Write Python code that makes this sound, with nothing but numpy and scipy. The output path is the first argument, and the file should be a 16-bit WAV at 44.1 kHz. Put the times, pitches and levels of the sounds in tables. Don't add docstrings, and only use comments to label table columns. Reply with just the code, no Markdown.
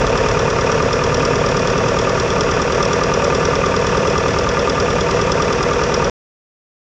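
import sys
import numpy as np
from scipy import signal
from scipy.fft import rfft, irfft, next_fast_len
from scipy.io import wavfile
from scipy.ndimage import uniform_filter1d, map_coordinates

SR = 44100
rng = np.random.default_rng(int(sys.argv[2]) if len(sys.argv) > 2 else 0)


def waveform_to_disk(signal):
    frames = np.transpose(np.atleast_2d(signal))
    scaled = np.clip(frames, -1, 1) * 32767
    samples = np.round(scaled).astype(np.int16)
    wavfile.write(sys.argv[1], SR, samples)


N = 300409

# [t/s, cycle rate f/Hz]
ENGINE_SPEED = [(0.0, 9.121), (0.6, 9.296), (1.2, 9.424), (2.0, 9.519), (3.0, 9.597), (4.0, 9.643),
                (5.0, 9.652), (6.1, 9.639)]
# [multiple of the cycle rate, relative level/dB]
ORDERS_SETTLED = [(1, -31), (2, -18.5), (3, -18.5), (4, -4.5), (5, -6.5), (6, -12), (7, -0.5), (8, -3.5),
                  (9, -2), (10, -20), (11, 1), (12, -10.5), (13, -6), (14, -9), (15, 1), (16, -4),
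                  (17, 2.5), (18, -13), (19, -10.5), (20, 1), (21, -4), (22, -10), (23, -21.5), (24, -6.5),
                  (25, -8), (26, -8), (27, -12.5), (28, -2), (29, -9), (30, -19.5), (31, -14.5),
                  (32, -16.5), (33, -28.5), (34, -14)]
# [multiple of the cycle rate, relative level/dB]
ORDERS_SLOW = [(1, -30.5), (2, -28.5), (3, -20.5), (4, -1), (5, -7.5), (6, -15), (7, -8.5), (8, -2.5),
               (9, 0), (10, -18.5), (11, -8.5), (12, 5), (13, -10.5), (14, -4.5), (15, 1.5), (16, 1.5),
               (17, 0.5), (18, -16), (19, -1), (20, -4.5), (21, -4.5), (22, -17), (23, -16.5), (24, -8.5),
               (25, -9), (26, -16), (27, -5.5), (28, 0.5), (29, -15), (30, -17.5), (31, -24.5), (32, -19),
               (33, -20), (34, -12.5)]
# [t/s, share 0-1]
BALANCE_SHIFT = [(1.8, 0), (3.6, 1)]
# [place of the peak in the cycle 0-1, f/Hz, level before the engine level/dB, rise to the peak t/ms]
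PIPES_AND_PANELS = [(.02, 500, -1, 3), (.085, 420, 5, 5), (.128, 500, -3, 2.5), (.23, 460, -2, 4.5),
                    (.34, 488, 5.5, 5), (.46, 500, -3, 3), (.55, 480, 4, 4), (.625, 425, 1.5, 4.5),
                    (.775, 428, 1.5, 4), (.83, 490, 1.5, 3.5), (.92, 425, .5, 4), (.31, 660, -3.5, 8),
                    (.392, 600, -9, 3.5), (.585, 660, -6, 6.5), (.80, 662, -10, 5), (.49, 740, -9, 5),
                    (.80, 742, -12, 5), (.055, 930, -6, 4), (.30, 935, -9, 5), (.575, 925, -2.5, 6),
                    (.815, 925, -5, 5), (.012, 1150, -7.5, 3.5), (.085, 1225, -5, 3.2),
                    (.165, 1205, -6, 3.5), (.26, 1170, -6, 3), (.307, 1140, -4, 3.5), (.523, 1170, -9, 2.2),
                    (.595, 1205, -3.5, 3.5), (.8156, 1197, 2.5, 6.5), (.88, 1235, -6, 3),
                    (.779, 1197, 8, .2), (.548, 1000, 2, .25), (.303, 1000, 2, .25), (.002, 1420, -8, 2),
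                    (.072, 1370, -8, 3), (.215, 1450, -10, 2.3), (.56, 1370, -3.5, 2.8),
                    (.77, 1380, -10, 2), (.825, 1460, -11, 2), (.68, 1400, -12, 2), (.02, 1800, -14, 2),
                    (.12, 1800, -10, 1.7), (.228, 1780, -5.5, 2.4), (.46, 1730, -13, 3),
                    (.55, 1600, -10, 2.5), (.608, 1740, -9, 2), (.82, 1735, -10, 3), (.12, 1520, -11, 1.5),
                    (.02, 2600, -15, 3), (.235, 2550, -15, 3), (.488, 2600, -12, 1.2),
                    (.553, 2460, -6.5, 2.2), (.597, 2460, -6.5, 2), (.615, 2660, -8.5, 1.8),
                    (.66, 2660, -11, 1.6), (.74, 2570, -14, 1.5), (.78, 2460, -11, 2.5),
                    (.995, 3450, -11, 1.7), (.05, 3460, -11.5, 2), (.48, 3440, -14.5, 2),
                    (.555, 3450, -15, 1.8)]
# [t/s, level change/dB]
WEAK_FIRINGS = [(2.28, -9), (2.385, -3.5)]
# [f/Hz, relative density level/dB per Hz]
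ROAR_SPECTRUM = [(15, -39.5), (32, -23.5), (60, -14.5), (160, -16.5), (300, -16.5), (460, -10.5),
                 (830, -18.5), (1100, -16.5), (1600, -23), (2500, -25), (4160, -35.5), (5700, -29.5),
                 (8200, -48.5), (15000, -64)]
# [f/Hz, width f/Hz, level change/dB]
CABIN_RESONANCES = [(152, 55, 3.5), (268, 20, 2.5), (330, 40, -4), (415, 60, 3), (565, 40, 6),
                    (632, 30, -5), (660, 20, 3), (705, 30, -6), (860, 70, -6), (925, 50, 4), (1195, 39, 5),
                    (1280, 30, -14), (1360, 69, 6), (1505, 40, 6), (1728, 44, 8), (1840, 40, -5),
                    (2010, 70, 3), (2370, 50, -5), (2460, 60, 6), (2590, 50, -5), (2665, 70, 6),
                    (3340, 70, 4.5), (3420, 40, -4), (3510, 79, 4.5), (4900, 60, 4), (4960, 30, -6),
                    (5010, 40, 6), (5200, 120, 4), (5340, 120, -4), (5600, 200, 5.5), (6080, 120, 4),
                    (6820, 60, -4), (6940, 220, 9)]
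# [f/Hz, power share 0-1]
REPEATING_SHARE = [(30, .1), (320, .15), (420, .25), (800, .25), (1200, .15), (2000, .1), (4000, .05)]
# [f/Hz, width f/Hz, level/dB]
METAL_MODES = [(3370, 180, -2), (4130, 120, -8), (4780, 330, -5.5), (5180, 140, 1.5), (5636, 210, 3),
               (5920, 530, -5), (6950, 230, -9)]
# [place in the cycle 0-1, drive level/dB, scatter level/dB]
FAINT_SEATINGS = [(.21, -23, 2.5), (.455, -24, 2.5), (.71, -28, 2.5)]
# [t/s, peak level before the drive gain/dB]
LOUD_SEATINGS = [(0.0667, -14), (0.0942, -26), (0.175, -12.5), (0.2573, -25), (0.286, -14.5), (0.3127, -26),
                 (0.392, -15.5), (0.502, -15), (0.6095, -18), (0.7183, -14.5), (0.823, -20), (0.9292, -13),
                 (1.038, -13), (1.063, -25), (1.1438, -12.5), (1.1697, -27.5), (1.1962, -28), (1.2221, -23),
                 (1.251, -12), (1.3558, -17), (1.4621, -17), (1.4875, -20), (1.5135, -24.5),
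                 (1.5678, -13.5), (1.5928, -20.5), (1.62, -24), (1.6727, -14), (1.7003, -18),
                 (1.778, -15.5), (1.8831, -15), (1.9876, -13), (2.0133, -24), (2.094, -17.5), (2.198, -13),
                 (2.3027, -15), (2.4082, -12), (2.4339, -22), (2.5122, -14.5), (2.5366, -30.5),
                 (2.5646, -28), (2.617, -14), (2.7216, -13.5), (2.7482, -21.5), (2.8272, -11.5),
                 (2.8509, -17.5), (2.9306, -11.5), (3.0353, -14), (3.1385, -16.5), (3.243, -12),
                 (3.3476, -15.5), (3.3727, -28), (3.452, -13.5), (3.5543, -16.5), (3.6594, -15),
                 (3.7638, -14.5), (3.8137, -25), (3.8675, -12.5), (3.9704, -15.5), (4.072, -15),
                 (4.0991, -21.5), (4.1265, -24.5), (4.1789, -13.5), (4.2817, -16.5), (4.3865, -14),
                 (4.438, -22.5), (4.4892, -16), (4.592, -18.5), (4.696, -11), (4.7997, -14.5),
                 (4.903, -17.5), (4.9282, -27), (5.008, -12), (5.0838, -26.5), (5.11, -15), (5.214, -14.5),
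                 (5.3185, -12), (5.4212, -13), (5.4485, -23.5), (5.4799, -26), (5.5267, -12),
                 (5.628, -14.5), (5.7064, -27), (5.7324, -19.5), (5.8062, -25), (5.836, -14.5),
                 (5.941, -12), (5.9668, -30), (6.0437, -19)]
# [f/Hz, level/dB]
MICROPHONE_RESPONSE = [(8, -30), (25, 0), (8250, -1.5), (8550, -16.5), (8700, -26.5), (8950, -30.5),
                       (9200, -13), (11000, -15), (12000, -26)]

START_CYCLE = -.6325
ENGINE_DB, ENGINE_SAG_DB_PER_S = -16, 0.0576
HUM_ORDER = 5.38
HUM_DB, HUM_EXTRA_DB, HUM_EASE_S = -40, 15.5, .6
THROB_DB, THROB_EXTRA_DB, THROB_EASE_S = -6.5, -1, 1.7
ROAR_DB = -2.5
WEAK_REACH_S = .04
VALVE_JITTER_MS, RATTLE_RISE_S = 0.46, 0.0023
SEAT_DRIVE_DB, SEAT_LEAD_S = 8, 0.0018
STOP_S, STOP_RAMP_S = 6.0982, .0002
TOP_HZ = 15300


def amp(db):
    return 10 ** (np.asarray(db) / 20)


def unit(x):
    return x / np.sqrt(np.mean(x ** 2) + 1e-20)


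def curves(rows):
    seconds, *columns = np.transpose(rows)
    return [np.interp(np.arange(N) / SR, seconds, column) for column in columns]


def along(points, hz):
    f, value = np.transpose(points)
    return np.interp(np.log(hz + 1), np.log(f + 1), value)


def wobble(rate):
    knots = rng.standard_normal(int(N * rate / SR) + 4)
    return map_coordinates(knots, [np.arange(N) * rate / SR])


def eases(extra_db, ease_s):
    return extra_db * np.exp(-np.arange(N) / SR / ease_s)


def filtered(x, response):
    m = next_fast_len(N + SR // 2)
    return irfft(rfft(x, m) * response(np.fft.rfftfreq(m, 1 / SR)), m)[..., :N]


def once_a_cycle(cycle, place, jitter_ms, scatter_db):
    turns = np.arange(np.floor(cycle[0]), cycle[-1]) + place
    chance = rng.standard_normal((len(turns), 2))
    at = np.interp(turns, cycle, np.arange(N)) + chance[:, 0] * jitter_ms * SR / 1000
    keep = (turns > cycle[0]) & (turns < cycle[-1])
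    samples = np.clip(at[keep], 0, N - 1).astype(int)
    return np.bincount(samples, amp(scatter_db * chance[keep, 1]), N)


def shaft():
    cycle = START_CYCLE + np.cumsum(curves(ENGINE_SPEED)[0]) / SR
    wander_ms = .1 * wobble(6) + .3 * wobble(1.2)
    return cycle + ENGINE_SPEED[-1][1] * wander_ms / 1000


def hum(cycle):
    level_db = HUM_DB + eases(HUM_EXTRA_DB, HUM_EASE_S) + 0.99 * wobble(4.0)
    return np.sqrt(2) * amp(level_db) * np.sin(2 * np.pi * HUM_ORDER * cycle)


def throb(cycle):
    start_phase = rng.uniform(0, 2 * np.pi, len(ORDERS_SETTLED))
    settled = np.clip(curves(BALANCE_SHIFT)[0], 0, 1)
    total = np.zeros(N)
    for (order, slow_db), (_, fast_db), phase in zip(ORDERS_SLOW, ORDERS_SETTLED, start_phase):
        level_db = slow_db + settled * (fast_db - slow_db) + 1.0 * wobble(2)
        total += amp(level_db) * np.sin(2 * np.pi * order * cycle + phase)
    return unit(total)


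def rings(cycle):
    t, out = np.arange(SR // 10) / SR, np.zeros(N)
    seconds = np.arange(N) / SR
    weak = amp(sum(db * (abs(seconds - s) < WEAK_REACH_S) for s, db in WEAK_FIRINGS))
    for place, hz, db, peak_ms in PIPES_AND_PANELS:
        u = 1000 * t / peak_ms
        swell = (u * np.exp(1 - u)) ** 2
        ring = amp(db) * swell * np.sin(2 * np.pi * hz * t)
        start = place - peak_ms * ENGINE_SPEED[-1][1] / 1000
        loose_db = .4 + hz / 1800
        blows = once_a_cycle(cycle, start, jitter_ms=.06, scatter_db=loose_db)
        if .76 < place < .88:
            blows = blows * weak
        out += signal.fftconvolve(blows, ring)[:N]
    return out


def clatter(cycle, size=2048, count=5):
    knocks = rng.standard_normal((int(cycle[-1]) + 3, size))
    pattern = uniform_filter1d(knocks, count, axis=0).ravel()
    return unit(pattern[((cycle + 1) * size).astype(int)])


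def roar(cycle):
    puff = amp(0.84 * np.cos(2 * np.pi * (4 * cycle - .12)) + 0.2 * wobble(12))
    held = np.sqrt(2048 * np.mean(np.diff(cycle)))

    def response(hz):
        resonance_db = sum(db / (1 + (2 * (hz - centre) / width) ** 2)
                           for centre, width, db in CABIN_RESONANCES)
        colour = amp(along(ROAR_SPECTRUM, hz) + resonance_db)
        share = along(REPEATING_SHARE, hz)
        return colour * [held * np.sqrt(share), np.sqrt(1 - share)]

    repeating_and_free = np.array([clatter(cycle), rng.standard_normal(N)])
    return unit(filtered(puff * repeating_and_free, response).sum(axis=0))


def valves(cycle):
    faint = sum(amp(db) * once_a_cycle(cycle, place, VALVE_JITTER_MS, scatter_db)
                for place, db, scatter_db in FAINT_SEATINGS)
    seconds, peak_db = np.transpose(LOUD_SEATINGS)
    samples = ((seconds - SEAT_LEAD_S) * SR).astype(int)
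    loud = np.bincount(samples, amp(peak_db + SEAT_DRIVE_DB), N)
    u = np.arange(SR // 20) / SR / RATTLE_RISE_S
    rattle = np.abs(signal.fftconvolve(faint + loud, u * np.exp(1 - u))[:N])
    impacts = rattle * np.sign(rng.standard_normal(N))

    def metal(f):
        return sum((-1) ** k * amp(db) * 1j * f * width / (centre ** 2 - f * f + 1j * f * width)
                   for k, (centre, width, db) in enumerate(METAL_MODES))

    return filtered(impacts, metal)


def scene():
    cycle = shaft()
    low_hum = hum(cycle)
    throb_db = THROB_DB + eases(THROB_EXTRA_DB, THROB_EASE_S)
    body = amp(throb_db) * throb(cycle) + rings(cycle) + amp(ROAR_DB) * roar(cycle)
    engine_db = ENGINE_DB - ENGINE_SAG_DB_PER_S * np.arange(N) / SR
    return (amp(engine_db) * body + valves(cycle) + low_hum)[None]


def record(dry):
    heard = filtered(dry, lambda hz: amp(along(MICROPHONE_RESPONSE, hz)))
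    cut = heard * np.clip((STOP_S - np.arange(N) / SR) / STOP_RAMP_S, 0, 1)
    lowpass = signal.ellip(10, .3, 70, TOP_HZ, fs=SR, output="sos")
    return signal.sosfilt(lowpass, cut)


dry = scene()
out = record(dry)
waveform_to_disk(out)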